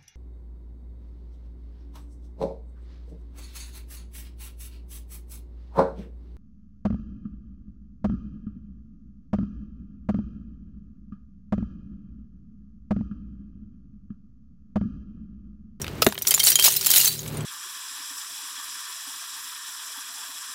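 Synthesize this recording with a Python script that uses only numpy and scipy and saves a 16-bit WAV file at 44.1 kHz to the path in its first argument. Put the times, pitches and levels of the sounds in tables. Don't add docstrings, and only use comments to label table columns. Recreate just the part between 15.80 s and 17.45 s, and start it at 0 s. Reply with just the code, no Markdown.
import sys
import numpy as np
from scipy import signal
from scipy.fft import rfft, irfft
from scipy.io import wavfile
from scipy.ndimage import uniform_filter1d

SR = 44100
rng = np.random.default_rng(int(sys.argv[2]) if len(sys.argv) > 2 else 0)


def master(y):
    cut = np.clip(np.atleast_2d(y).T, -1, 1)
    pcm = np.round(cut * 32767)
    wavfile.write(sys.argv[1], SR, pcm.astype(np.int16))


N = 72765
T = np.arange(round(.17 * SR)) / SR
PIVOT_HZ = 5960


def amp(db):
    return 10 ** (np.asarray(db) / 20)


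def unit_rms(x):
    return x / np.sqrt(np.mean(x ** 2) + 1e-20)


def smooth_noise(length, width):
    return unit_rms(uniform_filter1d(rng.standard_normal(length), size=width))


def envelope(points):
    return amp(np.interp(np.arange(N) / SR, *np.transpose(points)))


def add(mix, start, sound):
    part = mix[max(round(start * SR), 0):][:len(sound)]
    part += sound[:len(part)]


def fade(t60):
    return np.exp(-np.log(1000) * T / max(t60, 1e-3))


def ring(hz, t60):
    return np.sin(2 * np.pi * hz * T) * fade(t60) * (hz < SR / 2)


def body(modes, bulk=1):
    return sum((-1) ** k * amp(db) * ring(hz / bulk, t60 * bulk)
               for k, (hz, db, t60) in enumerate(modes))


def colour(x, spectrum, tilt_db=0, ripple_db=0, size=2048):
    hz = np.maximum(np.fft.rfftfreq(size, 1 / SR), 1)
    point_hz, point_db = np.transpose(spectrum)
    db = np.interp(np.log(hz), np.log(point_hz), point_db)
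    db += tilt_db * np.log2(np.maximum(hz, point_hz[0]) / PIVOT_HZ)
    db += ripple_db * smooth_noise(len(hz), 20)
    cepstrum = irfft(np.log(unit_rms(amp(db))))
    cepstrum[1:size // 2] *= 2
    cepstrum[size // 2 + 1:] = 0
    return signal.fftconvolve(x, irfft(np.exp(rfft(cepstrum))))[:len(x)]


def crack(t60, grain_db=3.5):
    noise = rng.standard_normal(len(T))
    grain = amp(grain_db * np.clip(smooth_noise(len(T), 24), -2, 2))
    burst = noise * grain * fade(t60)
    return burst * np.linalg.norm(fade(t60)) / np.linalg.norm(burst)


def plate(hz, t60, detune=0.013, twin_db=-14):
    twin = amp(twin_db) * ring(hz * (1 + detune * rng.choice([-1, 1])), t60)
    pair = (ring(hz, t60) + twin) / (1 + amp(twin_db) / 2)
    overtone = amp(-11) * ring(hz * rng.uniform(2.3, 2.325), t60 / 2.5)
    return pair + overtone


def rattle(depth_db=1.43, rate_hz=160):
    knots = np.clip(rng.standard_normal(200), -2, 2)
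    return amp(depth_db * np.interp(T * rate_hz, np.arange(len(knots)), knots))


# f/Hz, relative level/dB
CRACK_SPECTRUM = [(200, -43), (500, -25.5), (1000, -15), (2000, -8.5), (3200, -1.5), (5500, 3), (8000, 0.5),
                  (11000, 1), (15500, 2.5)]
# t/s, crack level/dB, tilt/(dB/octave), ring f/Hz, ring level/dB
SHARD_LANDINGS = [(0.016, -23, -1, 8360, -28.5), (.245, -16, 5, 3500, -43), (.273, -18, 11, 13200, -17),
                  (.287, -23, 5, 13700, -27), (.310, -42, -2, 7370, -35), (.3455, -40, -3, 13750, -28),
                  (0.387, -26.5, 1.5, 8550, -31), (.421, -18.5, 1, 14100, -18.5),
                  (0.4703, -15.5, -2, 5770, -16), (0.474, -18, 0, 10800, -14), (0.4818, -7, 7.5, 7180, -16),
                  (.491, -33, -10, 13400, -17), (0.5078, -8.5, 0, 9760, -10.5), (.509, -34, 2, 3144, -18),
                  (.516, -16.5, -6, 3370, -29), (0.5414, -9.5, 4, 7160, -12.5),
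                  (0.5466, -15.5, -1.5, 7110, -8.5), (0.5958, -14, -0.5, 4420, -25),
                  (.601, -11.5, -0.5, 3160, -14), (.606, -33, 11, 2160, -26), (.633, -19, 4, 4420, -18),
                  (0.6376, -5.5, 4, 9800, -16), (0.649, -13, 1.5, 7140, -14), (.664, -8, 4, 9440, -13),
                  (0.67, -8.5, -0.5, 4510, -10.5), (.677, -11, -1, 5590, -14), (.683, -14, -2.5, 4050, -14),
                  (.688, -13, 1, 8940, -10.5), (.702, -8, 5, 12460, -7), (0.704, -17.5, -3.5, 9050, -11),
                  (0.719, -13, -2.5, 3130, -22), (.728, -29, -9.5, 5790, -13.5),
                  (0.7562, -16, -4.5, 6800, -8), (0.7565, -36, 7, 9860, -7.5),
                  (.757, -19, -3.5, 3165, -17.5), (0.789, -15, -4, 3182, -17.5),
                  (0.7961, -16, -2.5, 3134, -15), (0.811, -21, -3.5, 3180, -19),
                  (0.8245, -12.5, 0, 4630, -14.5), (.842, -8, -1, 10300, -30),
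                  (0.8465, -11, 1.5, 4080, -19), (.860, -17, 4, 5170, -11.5), (0.864, -14, 3, 6800, -11),
                  (.885, -22, -1, 6430, -16), (0.923, -37, -4, 6570, -18.5), (0.939, -27, 7, 9540, -15.5),
                  (0.963, -12, 5, 5210, -20), (0.968, -12, 4, 4040, -25), (1.011, -16.5, -1.5, 6700, -29),
                  (1.047, -25, -2.5, 6770, -31), (1.065, -12.5, 0.5, 7350, -13),
                  (1.0707, -17, 2, 14000, -16), (1.0903, -30, -8.5, 3210, -22.5),
                  (1.1125, -9, 0, 9740, -15), (1.137, -8.5, -1, 3000, -18), (1.16, -8, 2, 4030, -19),
                  (1.169, -17, 3, 9480, -8.5), (1.18, -6, 7, 6750, -11.5), (1.201, -11, 9, 2845, -21),
                  (1.2128, -23, 9, 6930, -13.5), (1.2455, -6.5, 6, 7860, -32), (1.258, -26, 5, 6320, -10.5),
                  (1.272, -18, 5, 3980, -20), (1.2778, -7.5, 5, 4510, -19), (1.313, -35, 5, 4025, -31.5),
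                  (1.326, -25, -0.5, 4550, -34), (1.3915, -30, -1.5, 6680, -22.5),
                  (1.478, -30, 0, 7900, -33), (1.571, -35.5, -3, 9140, -28.5),
                  (1.6068, -34.5, -7, 7860, -32.5)]


def clinks():
    out = np.zeros(N)
    for start, crack_db, tilt_db, hz, ring_db in SHARD_LANDINGS:
        t60 = 0.043 * (PIVOT_HZ / hz) ** 0.71
        if 1.265 < start < 1.36:
            t60 *= 2.27
        ringing = amp(ring_db) * plate(hz, t60)
        contact = amp(crack_db) * colour(crack(t60=0.035), CRACK_SPECTRUM, tilt_db, ripple_db=4.5)
        add(out, start, contact + ringing * rattle())
    return out


# t/s, level/dB
EDGE_SNAPS = [(0.3276, -27), (0.378, -30), (0.464, -27), (0.4734, -6), (.674, -17), (0.756, -4),
              (.797, -4.5), (0.8417, -4.5), (.8485, -1), (1.061, -7), (1.0683, -2), (1.1023, -3),
              (1.1055, -2.5), (1.116, -6.5), (1.156, -9), (1.1602, -11), (1.184, -8), (1.1864, -9),
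              (1.2023, -7.5), (1.2506, -9), (1.3772, -39)]


def snaps():
    out = np.zeros(N)
    for start, db in EDGE_SNAPS:
        add(out, start, amp(db) * colour(crack(t60=0.011), CRACK_SPECTRUM, tilt_db=2.5, ripple_db=2))
    return out


# f/Hz, relative level/dB
CHIP_SPECTRUM = [(250, -65.5), (550, -12), (1200, -13), (2200, -5), (3200, -0.5), (4500, -2), (8000, -1.5),
                 (11000, -0.5), (15500, 0.5)]
# t/s, level/dB
POUR_LEVEL = [(0, -51), (.09, -52), (.13, -53.5), (.21, -51.5), (.30, -44), (.41, -52.5), (.46, -37.5),
              (.52, -30.5), (.62, -29), (.68, -17.5), (.715, -21.5), (.745, -32), (.81, -25.5), (.858, -13),
              (.91, -21.5), (.965, -24.5), (.995, -32), (1.05, -22.5), (1.085, -27), (1.165, -15.5),
              (1.225, -20), (1.275, -20.5), (1.305, -29.5), (1.37, -35.5), (1.45, -40), (1.65, -48)]


def pour(shapes=140, hits_each=10):
    out = np.zeros(N)
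    for _ in range(shapes):
        modes = sum(ring(hz, 0.031 * np.sqrt(PIVOT_HZ / hz)) for hz in rng.uniform(3500, 16000, 3))
        contact = crack(t60=0.0083) + amp(-11) * modes
        chip = colour(contact[:2048], CHIP_SPECTRUM, ripple_db=4.5)
        for when, chance in rng.random((hits_each, 2)):
            accent_db = -2.5 * np.log(max(chance, .05))
            add(out, when * N / SR, amp(accent_db) * chip)
    return unit_rms(out) * envelope(POUR_LEVEL)


# f/Hz, relative level/dB
TAP_SPECTRUM = [(150, -39), (500, -8), (1400, -1.5), (2000, -4.5), (2900, -1), (4500, -7), (9000, -19.5),
                (16000, -16.5)]
# t/s, level/dB
FLAT_LANDINGS = [(0.0433, -24), (0.0669, -28), (0.08, -23.5), (.298, -31), (0.3042, -37), (0.3241, -19),
                 (0.3535, -29), (.378, -19.5), (0.414, -31.5), (.451, -26.5), (0.54, -15.5), (.578, -18.5),
                 (.672, -26.5), (.683, -25), (0.796, -21.5), (0.8549, -20), (1.027, -31), (1.0677, -26),
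                 (1.101, -26), (1.138, -19.5), (1.178, -28), (1.249, -31), (1.461, -29)]


def taps():
    out = np.zeros(N)
    for start, db in FLAT_LANDINGS:
        add(out, start, amp(db) * colour(crack(t60=0.013), TAP_SPECTRUM, ripple_db=2))
    return out


# t/s, level/dB relative to crack_db
SLAB_CHATTER = [(0.2195, -5), (.2213, 3), (0.2269, -1.5), (0.2336, -13)]
# f/Hz, level/dB relative to ring_db, t60/s
SLAB_MODES = [(470, -1.5, 0.067), (636, 2, 0.024), (1291, 4, 0.036), (3340, -5, 0.049), (5060, 1, 0.042)]


def slab(crack_db=-11, ring_db=-16):
    out = np.zeros(N)
    for start, db in SLAB_CHATTER:
        add(out, start, amp(crack_db + db) * colour(crack(t60=0.027), TAP_SPECTRUM, tilt_db=4.5))
    add(out, SLAB_CHATTER[1][0], amp(ring_db) * body(SLAB_MODES))
    return out


# t/s, clack level/dB, clack t60/s, bulk/ratio, body level/dB, tilt/(dB/octave)
HOLLOW_KNOCKS = [(0.2653, -3.5, 0.018, 1, -5.5, -2.5), (0.8762, -20, .01, 0.342, -14.5, 3)]
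# f/Hz, relative level/dB
CLACK_SPECTRUM = [(25, -17), (100, -12), (500, -3.5), (900, -5), (1500, 2.5), (1850, 0), (2300, -3),
                  (2650, 2), (3150, -6), (3650, -3), (4600, -6), (16000, -8.5)]
# f/Hz, relative level/dB, t60/s
HOLLOW_MODES = [(140, -24, 0.026), (205, -17.5, 0.15), (255, -0.5, 0.027), (395, -1, 0.035),
                (666, -9.5, 0.034)]


def knocks(body_lag_s=0.00271):
    out = np.zeros(N)
    for start, db, t60, bulk, body_db, tilt_db in HOLLOW_KNOCKS:
        add(out, start, amp(db) * colour(crack(t60), CLACK_SPECTRUM, tilt_db))
        add(out, start + body_lag_s, amp(body_db) * body(HOLLOW_MODES, bulk))
    return out


def room(near, level_db=-15, delay_s=.004):
    tail = rng.standard_normal(len(T)) * fade(t60=0.089) * (T > delay_s)
    return amp(level_db) * signal.fftconvolve(near, tail / np.linalg.norm(tail))[:N]


# harmonic number, relative level/dB
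HUM_HARMONICS = [(3, -1.5), (4, 2.5), (6, -9), (10, -10.5)]
# t/s, level/dB
HUM_DIP = [(0, -32.5), (.2, -65), (.4, -52), (1.15, -50), (1.33, -41), (1.41, -40.5), (1.6, -31.5)]


def hum(base_hz=37.42, waver=0.021):
    turns = np.cumsum(base_hz * (1 + waver * smooth_noise(N, 2500))) / SR
    tone = sum(amp(db) * np.sin(2 * np.pi * (k * turns + rng.random())) for k, db in HUM_HARMONICS)
    return unit_rms(tone) * envelope(HUM_DIP)


# f/Hz, relative level/dB
RUMBLE_SPECTRUM = [(25, -23), (55, 6), (140, 0.5), (290, -4), (520, -7.5), (750, -15), (1200, -16),
                   (3000, -23), (8000, -36.5), (16000, -64)]
# t/s, level/dB
RUMBLE_DIP = [(0, -38), (.19, -34.5), (.31, -47), (.9, -49.5), (1.35, -47.5), (1.47, -39), (1.58, -32.5),
              (1.65, -36.5)]


def rumble():
    noise = colour(rng.standard_normal(N), RUMBLE_SPECTRUM, size=8192)
    return unit_rms(noise) * envelope(RUMBLE_DIP)


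def drone(hz=392.4, level_db=-51.5):
    noise = rng.standard_normal(N + len(T) - 1)
    return amp(level_db) * unit_rms(signal.fftconvolve(noise, ring(hz, t60=0.2), "valid"))


def scene():
    near = clinks() + snaps() + taps() + slab() + knocks() + pour()
    return (near + room(near) + hum() + rumble() + drone())[None]


def record(dry, low_cut_hz=65, high_cut_hz=15780):
    lean = signal.sosfilt(signal.butter(2, low_cut_hz, "high", fs=SR, output="sos"), dry)
    rounded = lean / (1 + lean ** 6) ** (1 / 6)
    band_limit = signal.firwin(511, high_cut_hz, window=("kaiser", 9), fs=SR)
    return signal.oaconvolve(rounded, band_limit[None], "same")


dry = scene()
out = record(dry)
master(out)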